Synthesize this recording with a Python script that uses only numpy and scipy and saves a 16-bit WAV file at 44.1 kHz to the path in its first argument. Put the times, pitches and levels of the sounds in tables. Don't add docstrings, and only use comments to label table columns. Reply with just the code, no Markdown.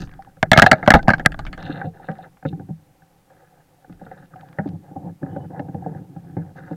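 import sys
import numpy as np
from scipy import signal
from scipy.io import wavfile

SR = 44100
rng = np.random.default_rng(int(sys.argv[2]) if len(sys.argv) > 2 else 0)


def decibels_to_gain(level_db):
    exponent = np.asarray(level_db, float) / 20
    return 10 ** exponent


def transcribe(u):
    v = np.clip(np.atleast_2d(u).T, -1, 1)
    q = np.round(v * 32767).astype(np.int16)
    wavfile.write(sys.argv[1], SR, q)


N = 298098

# start_s, level_db (straight lines between the points)
SWAY = [(0, -32.5), (0.35, -62.5), (0.55, -28), (0.8, -59), (0.95, -28), (1.2, -37), (1.45, -32.5),
        (1.9, -58), (2.4, -62.5), (3.82, -73), (3.95, -50.5), (4.3, -68.5), (6.76, -63.5)]
# start_s, end_s, pitch_hz, level_db (rms at the middle of the swell)
SQUEAKS = [(5.28, 5.48, 3000, -72), (5.29, 5.39, 3300, -77), (5.53, 5.59, 2000, -60)]

# pitch_hz, level_db (relative), t60_s (at damping 1)
BOOM = [(91.4, -12, 0.26), (163.9, 4, 0.12), (209.5, -9, 0.14), (280.4, 1, .05), (414.7, -11.5, 0.02)]
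RING = [(447.2, -11, 0.067), (469.4, -4, 0.11), (546, 8, 0.038), (620, -4, 0.053), (766, 10, 0.045),
        (921, -5, 0.019)]
CLACK = [(1251, -4.5, 0.051), (1398, -0.5, 0.045), (1485, 6, 0.024), (1696, 6.5, 0.024), (2040, -8.5, 0.04),
         (2374, -14, 0.023)]
CRACK = [(2655, 3.5, 0.008), (3400, -2.5, 0.017), (4200, -2.5, 0.013), (4648, 1.5, 0.0047),
         (6350, 0, 0.0027), (8900, -8.5, 0.0014), (13500, -13.5, 0.0029)]
# pitch_hz, level_db (relative), t60_s (at damping 1)
GEAR = [(2730, -5, .015), (3702, -2.5, 0.013), (4170, -6.5, .012)]
# pitch_hz, level_db (relative), t60_s (at damping 1)
HOLDER = [(220, 3, 0.18), (674.6, 7.5, 0.076), (2165, -6.5, 0.032)]

# start_s, length_s, ring_db, boom_db, clack_db
STROKES = [(0, 0.036, -48, -33, -44.5), (0.045, 0.25, -61, -49.5, -60.5), (0.431, 0.021, -37, -32.5, -40),
           (0.534, 0.27, -35.5, -36.5, -41), (0.817, 0.49, -46, -35, -57), (1.36, 0.19, -55.5, -39, -59),
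           (1.578, 0.269, -39, -35, -38.5), (1.942, 0.33, -47, -49, -52), (2.492, 0.14, -62, -35.5, -85),
           (2.735, 0.19, -75.5, -56.5, -91), (3.302, 0.32, -59, -62, -67), (3.88, 0.061, -59, -45, -69),
           (3.998, 0.25, -54, -49, -55.5), (4.308, 0.38, -54, -49, -61.5),
           (4.666, 0.089, -47.5, -32.5, -69), (4.834, 0.1, -49.5, -49.5, -64), (4.959, 0.14, -40, -34, -65),
           (5.22, 0.23, -44, -32.5, -61.5), (5.502, 0.12, -39, -34.5, -54), (5.643, 0.38, -48, -35, -62),
           (6.016, 0.37, -58, -42.5, -69), (6.356, 0.17, -54.5, -44.5, -67),
           (6.556, 0.18, -48.5, -41, -52.5)]
# start_s, length_s, gear_db, edge_db
SCUFFS = [(0, 0.038, -51.5, -52), (0.55, 0.13, -43, -52.5), (0.743, 0.19, -59.5, -69),
          (0.929, 0.056, -43.5, -51), (1.587, 0.26, -50.5, -73), (1.657, 0.0053, -35.5, -50),
          (1.943, 0.31, -67, -91.5), (2.461, 0.03, -53, -66.5), (4.0, 0.28, -69, -89),
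          (4.667, 0.024, -67.5, -77), (6.565, 0.17, -70, -81)]
FADE_S = [0.038, 0.0077, 0.0094, 0.011, 0.011]
LAPPING_DB = [-61.5, -65, -81, -94, -100]
UNEVEN_DB = [2.0, 3.2, 5.8, 6.5, 6.0]

# start_s, peak_db
PLOPS = [(0.191, -29.5), (0.272, -39.5), (1.997, -36), (2.186, -29), (2.61, -37), (4.357, -34),
         (4.43, -35.5), (5.545, -29), (5.822, -31)]
# start_s, peak_db
TICKS = [(0.074, -41), (0.093, -40), (0.115, -43), (0.138, -39), (0.223, -36.5), (0.248, -41), (1.452, -27),
         (1.627, -26.5), (2.115, -38), (2.154, -41), (2.185, -49), (2.371, -43.5), (3.9256, -44.5),
         (4.361, -44.5), (4.41, -41), (4.487, -43.5), (4.529, -40), (4.676, -42), (4.689, -41.5),
         (4.588, -41), (5.364, -48), (5.596, -39), (5.745, -46)]
# start_s, ring_peak_db, boom_peak_db, clack_peak_db, rattle_decay_ms
HULL_THUMPS = [(0.368, -43, -42, -48, 3), (1.696, -28, -17.5, -33, 0.24), (1.814, -24.5, -58, -21, 4.7),
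               (1.843, -26.5, -20, -58, 23), (2.086, -21.5, -19, -23, 14.4),
               (2.426, -35.5, -40, -40.5, 2.4), (2.451, -17.5, -13, -28, 5), (2.527, -34, -20.5, -45, 3.7),
               (2.596, -35.5, -21.5, -42.5, 5.5), (2.687, -38, -25, -55, 6.4),
               (2.702, -38.5, -19.5, -63, 2.34), (3.02, -50.5, -48, -49, 3.3),
               (3.301, -46, -52.5, -50.5, 3), (3.845, -39.5, -52, -46, 4.5),
               (3.895, -43.5, -33.5, -49.5, 10), (4.014, -33, -32.5, -56, 4.3),
               (4.064, -35.5, -39, -39.5, 7.8), (4.114, -28.5, -50.5, -38.5, 6.5),
               (4.225, -55, -43.5, -46, 5.6), (4.336, -44, -47, -37, 1.8), (4.586, -16.5, -15, -21, 8.5),
               (4.657, -30, -17, -48.5, 5.5), (4.911, -37, -31.5, -62, 2.4),
               (4.961, -24.5, -24.5, -59, 2.6), (5.229, -27, -18, -35.5, 3), (5.262, -36, -30, -40, 5),
               (5.362, -20, -21, -38, 4.7), (5.594, -21, -18, -28.5, 4), (5.686, -34, -29.5, -45.5, 2.2),
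               (5.744, -25, -19, -50, 4.3), (5.862, -18.5, -22, -66, 1.36), (5.947, -33, -33, -45, 3.4),
               (6.162, -35, -24, -47, 5.5), (6.367, -24, -16, -40, 18), (6.711, -26.5, -19, -45.5, 3.4)]
# start_s, kick_db (start level of the dying sine)
LURCHES = [(0.516, -14), (0.579, -15.5), (0.623, -13), (0.941, 0), (1.087, -13.5)]
# start_s, pitch_hz, level_db (at the start, before flutter), t60_s
PINGS = [(.518, 645, -6.5, 0.13), (.53, 2150, -15, 0.19), (.664, 743, -2, 0.067), (.715, 631.5, -3.5, 0.11),
         (.992, 1530, -16.5, 0.046), (1.102, 1631, -2.5, 0.024), (1.135, 1563, 1, 0.033),
         (1.26, 1597, 2, 0.03), (1.261, 2010, -3, 0.019)]
# start_s, ring_peak_db, clack_peak_db, crack_peak_db, rattle_decay_ms (scaled per family)
ROD_AND_REEL = [(0.428, -6.5, -3, -11, 2.85), (0.516, 0, 2.5, -0.5, 3.5), (0.532, -4, -1, -5, 4.2),
                (0.562, -9, -9, -34.5, 2.6), (0.575, 3.5, 5, -3.5, 4.3), (0.587, -3.5, 3, -9, 0.46),
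                (0.596, -6.5, 3, -2.5, 0.25), (0.62, 5, 7.5, -6, 5.2), (0.639, -3.5, -11.5, -22.5, 6.6),
                (0.663, -6, 2, -12, 4.1), (0.714, 1, 7.5, -6.5, 3.8), (0.729, -4.5, -6.5, -17.5, 5.4),
                (0.828, -21, -18, -47, 6.6), (0.862, -28, -20.5, -35, 3.8), (0.876, 3, -0.5, -11, 5.1),
                (0.904, 2.5, 9, -8.5, 2.8), (0.917, -8, -3.5, -16.5, 4.2), (0.938, 5.5, -0.5, -16, 7.7),
                (0.95, 0.5, -5.5, -26, 9.4), (0.962, -4.5, -19.5, -37.5, 7.8),
                (0.991, -21.5, -27.5, -42.5, 6.9), (1.029, -32, -42, -32.5, 2.9),
                (1.075, -23.5, -21, -46, 5.4), (1.081, 1.5, -9.5, -17.5, 0.37),
                (1.09, -11, -2.5, -16.5, 1.9), (1.103, -8, -9.5, -16.5, 7.6),
                (1.135, -14.5, -8, -21.5, 7.6), (1.182, -31.5, -35.5, -38, 7.6),
                (1.196, -22, -22.5, -34, 7.6), (1.251, -23, -20.5, -34.5, 7.7), (1.26, -3, 7, -0.5, 0.98),
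                (1.32, -35, -28, -30, 6.5), (1.343, -30, -26, -39, 2.7), (1.391, -24.5, -26, -29.5, 7.3),
                (1.466, -35.5, -27, -29, 9.3), (1.529, -35, -27.5, -30.5, 10),
                (1.577, -33.5, -29.5, -41.5, 4.9)]

MOUNT_LOW_HZ = 84
FIRST_TOUCH = 0.84
STROKE_ATTACK_S = 0.0091
LURCH_HZ, LURCH_T60_S = 64, 0.075
ROD_BOOM_DB, BOOM_LOST_PER_CLACK_DB = -4, 0.08
HISS_DB, HISS_LOW_HZ, LOW_HISS_DB = -69.5, 1494, -68
OVERLOAD = 0.99


def rms_one(x):
    return x / np.sqrt(np.mean(x ** 2) + 1e-20)


def band(x, low_hz, high_hz):
    return signal.sosfilt(signal.butter(2, [low_hz, high_hz], "band", fs=SR, output="sos"), x)


def drift(rate_hz):
    r = np.exp(-2 * np.pi * rate_hz / SR)
    noise = rng.standard_normal(N + SR)
    return rms_one(signal.lfilter([1], [1, -2 * r, r * r], noise)[SR:])


def rings(modes, damping):
    hz, db, t60 = np.transpose(modes)[:, :, None]
    t = np.arange(SR // 3) / SR
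    sines = decibels_to_gain(db - 60 * damping * t / t60) * np.sin(2 * np.pi * hz * t)
    signs = (-1) ** np.arange(len(modes))[:, None]
    kept = band(sines * signs, hz.min() * 0.7, hz.max() * 1.15)
    return band(kept, MOUNT_LOW_HZ, hz.max() * 1.25)


def blows(modes, times, peaks_db, decays_ms, damping):
    shapes, out = rings(modes, damping), np.zeros(N + SR)
    t_ms = np.arange(SR // 20) * 1000 / SR
    for s, db, ms in zip(times, peaks_db, decays_ms):
        strengths = decibels_to_gain(3 * rng.standard_normal(len(modes)))
        rattle = rng.standard_normal(len(t_ms)) * np.exp(-t_ms / max(ms, 0.1))
        rattle[0] = FIRST_TOUCH * np.linalg.norm(rattle)
        sound = signal.fftconvolve(strengths @ shapes, rattle)
        stretch = 1 + rng.uniform(-0.05, 0.05)
        samples = np.arange(len(sound))
        sound = np.interp(samples * stretch, samples, sound, right=0)
        at = round(s * SR)
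        out[at:at + len(sound)] += decibels_to_gain(db) * sound / np.abs(sound).max()
    return out[:N]


def preamp_hiss():
    high = rms_one(band(rng.standard_normal(N), HISS_LOW_HZ, 16000))
    low = rms_one(band(rng.standard_normal(N), 60, 1800))
    return decibels_to_gain(HISS_DB) * high + decibels_to_gain(LOW_HISS_DB) * low


def sway():
    s, db = np.transpose(SWAY)
    level_db = np.interp(np.arange(N) / SR, s, db)
    return decibels_to_gain(level_db) * rms_one(band(rng.standard_normal(N), 6.7, 47))


def squeak():
    t, out = np.arange(N) / SR, 0
    for start, end, hz, db in SQUEAKS:
        swell = np.sqrt(np.clip((t - start) * (end - t), 0, None)) * 2 / (end - start)
        tone = band(rng.standard_normal(N), hz - 50, hz + 50)
        tone = band(tone, hz - 50, hz + 50)
        out = out + decibels_to_gain(db) * swell * rms_one(tone)
    return out


def stroke_level(starts, lengths, levels_db, fade_s, floor_db):
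    t, power = np.arange(N) / SR, decibels_to_gain(floor_db) ** 2
    for s, length, db in zip(starts, lengths, levels_db):
        rise = np.clip((t - s) / STROKE_ATTACK_S + 1, 0, 1)
        fade = np.exp(-np.clip(t - s - length, 0, 1) / fade_s)
        power = power + (decibels_to_gain(db) * rise * fade) ** 2
    return np.sqrt(power)


def rub():
    s, length, ring_db, boom_db, clack_db = np.transpose(STROKES)
    scuff_s, scuff_length, gear_db, edge_db = np.transpose(SCUFFS)
    families = [(BOOM, 1.8, (s, length, boom_db)),
                (RING, 1.8, (s, length, ring_db)),
                (CLACK, 1.6, (s, length, clack_db)),
                (GEAR, 1, (scuff_s, scuff_length, gear_db)),
                (CRACK[3:], 0.8, (scuff_s, scuff_length, edge_db))]
    out, clumps = 0, drift(8.8)
    for (modes, damping, rows), fade_s, floor_db, uneven_db in zip(families, FADE_S, LAPPING_DB, UNEVEN_DB):
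        happens = rng.random(N) < 2200 / SR
        sizes_db = uneven_db * np.minimum(rng.exponential(1, N), 4)
        slips = happens * decibels_to_gain(sizes_db) * rng.choice([-1, 1], N)
        slips = slips * decibels_to_gain(uneven_db * (0.51 * drift(23.0) + 0.55 * clumps))
        body = rings(modes, damping).sum(axis=0)
        unit = np.sqrt(np.mean(slips ** 2) * np.sum(body ** 2))
        driven = slips * stroke_level(*rows, fade_s, floor_db)
        out = out + signal.fftconvolve(driven, body)[:N] / unit
    return out


def plops():
    s, db = np.transpose(PLOPS)
    return blows(RING[4:], s, db, 3.8 + 0 * s, damping=0.65)


def ticks():
    s, db = np.transpose(TICKS)
    duller = [(hz, level_db - 4.0, t60) for hz, level_db, t60 in CRACK[:4]]
    return blows(CLACK + duller, s, db, 3.2 + 0 * s, damping=22.0)


def hull_thumps():
    s, ring_db, boom_db, clack_db, ms = np.transpose(HULL_THUMPS)
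    boom = blows(BOOM, s, boom_db, ms, damping=0.75)
    ring = blows(RING, s, ring_db, ms, damping=0.55)
    return boom + ring + blows(CLACK, s, clack_db, ms, damping=1.8)


def lurches():
    s, db = np.transpose(LURCHES)
    t, kicks = np.arange(SR // 4) / SR, np.zeros(N)
    kicks[(s * SR).astype(int)] = decibels_to_gain(db)
    shake = decibels_to_gain(-60 * t / LURCH_T60_S) * np.sin(2 * np.pi * LURCH_HZ * t)
    return signal.fftconvolve(kicks, shake)[:N]


def pings():
    out, t = np.zeros(N + SR), np.arange(SR // 4) / SR
    for s, hz, db, t60 in PINGS:
        at = round(s * SR)
        swell = np.minimum(t * 500, 1)
        out[at:at + len(t)] += decibels_to_gain(db - 60 * t / t60) * swell * np.sin(2 * np.pi * hz * t)
    return out[:N] * decibels_to_gain(2.5 * drift(90))


def rod_and_reel():
    s, ring_db, clack_db, crack_db, ms = np.transpose(ROD_AND_REEL)
    boom_db = ring_db + ROD_BOOM_DB - BOOM_LOST_PER_CLACK_DB * (clack_db - ring_db)
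    boom = blows(BOOM + HOLDER[:1], s, boom_db, ms, damping=4.6)
    ring = blows(RING[4:] + HOLDER[1:2], s, ring_db, 1.2 * ms, damping=2.2)
    clack = blows(CLACK + HOLDER[2:], s, clack_db, ms, damping=2.2)
    crack = blows(CRACK, s, crack_db, 0.95 * ms, damping=3.2)
    return boom + ring + clack + crack


def scene():
    background = sway() + squeak() + rub()
    small = plops() + ticks()
    heavy = hull_thumps() + lurches() + pings() + rod_and_reel()
    return (background + small + heavy)[None]


def band_limit(x):
    return signal.sosfilt(signal.butter(12, 15900, fs=SR, output="sos"), x)


def record(dry):
    mix = np.clip(dry + preamp_hiss(), -OVERLOAD, OVERLOAD)
    return band_limit(mix)


dry = scene()
out = record(dry)
transcribe(out)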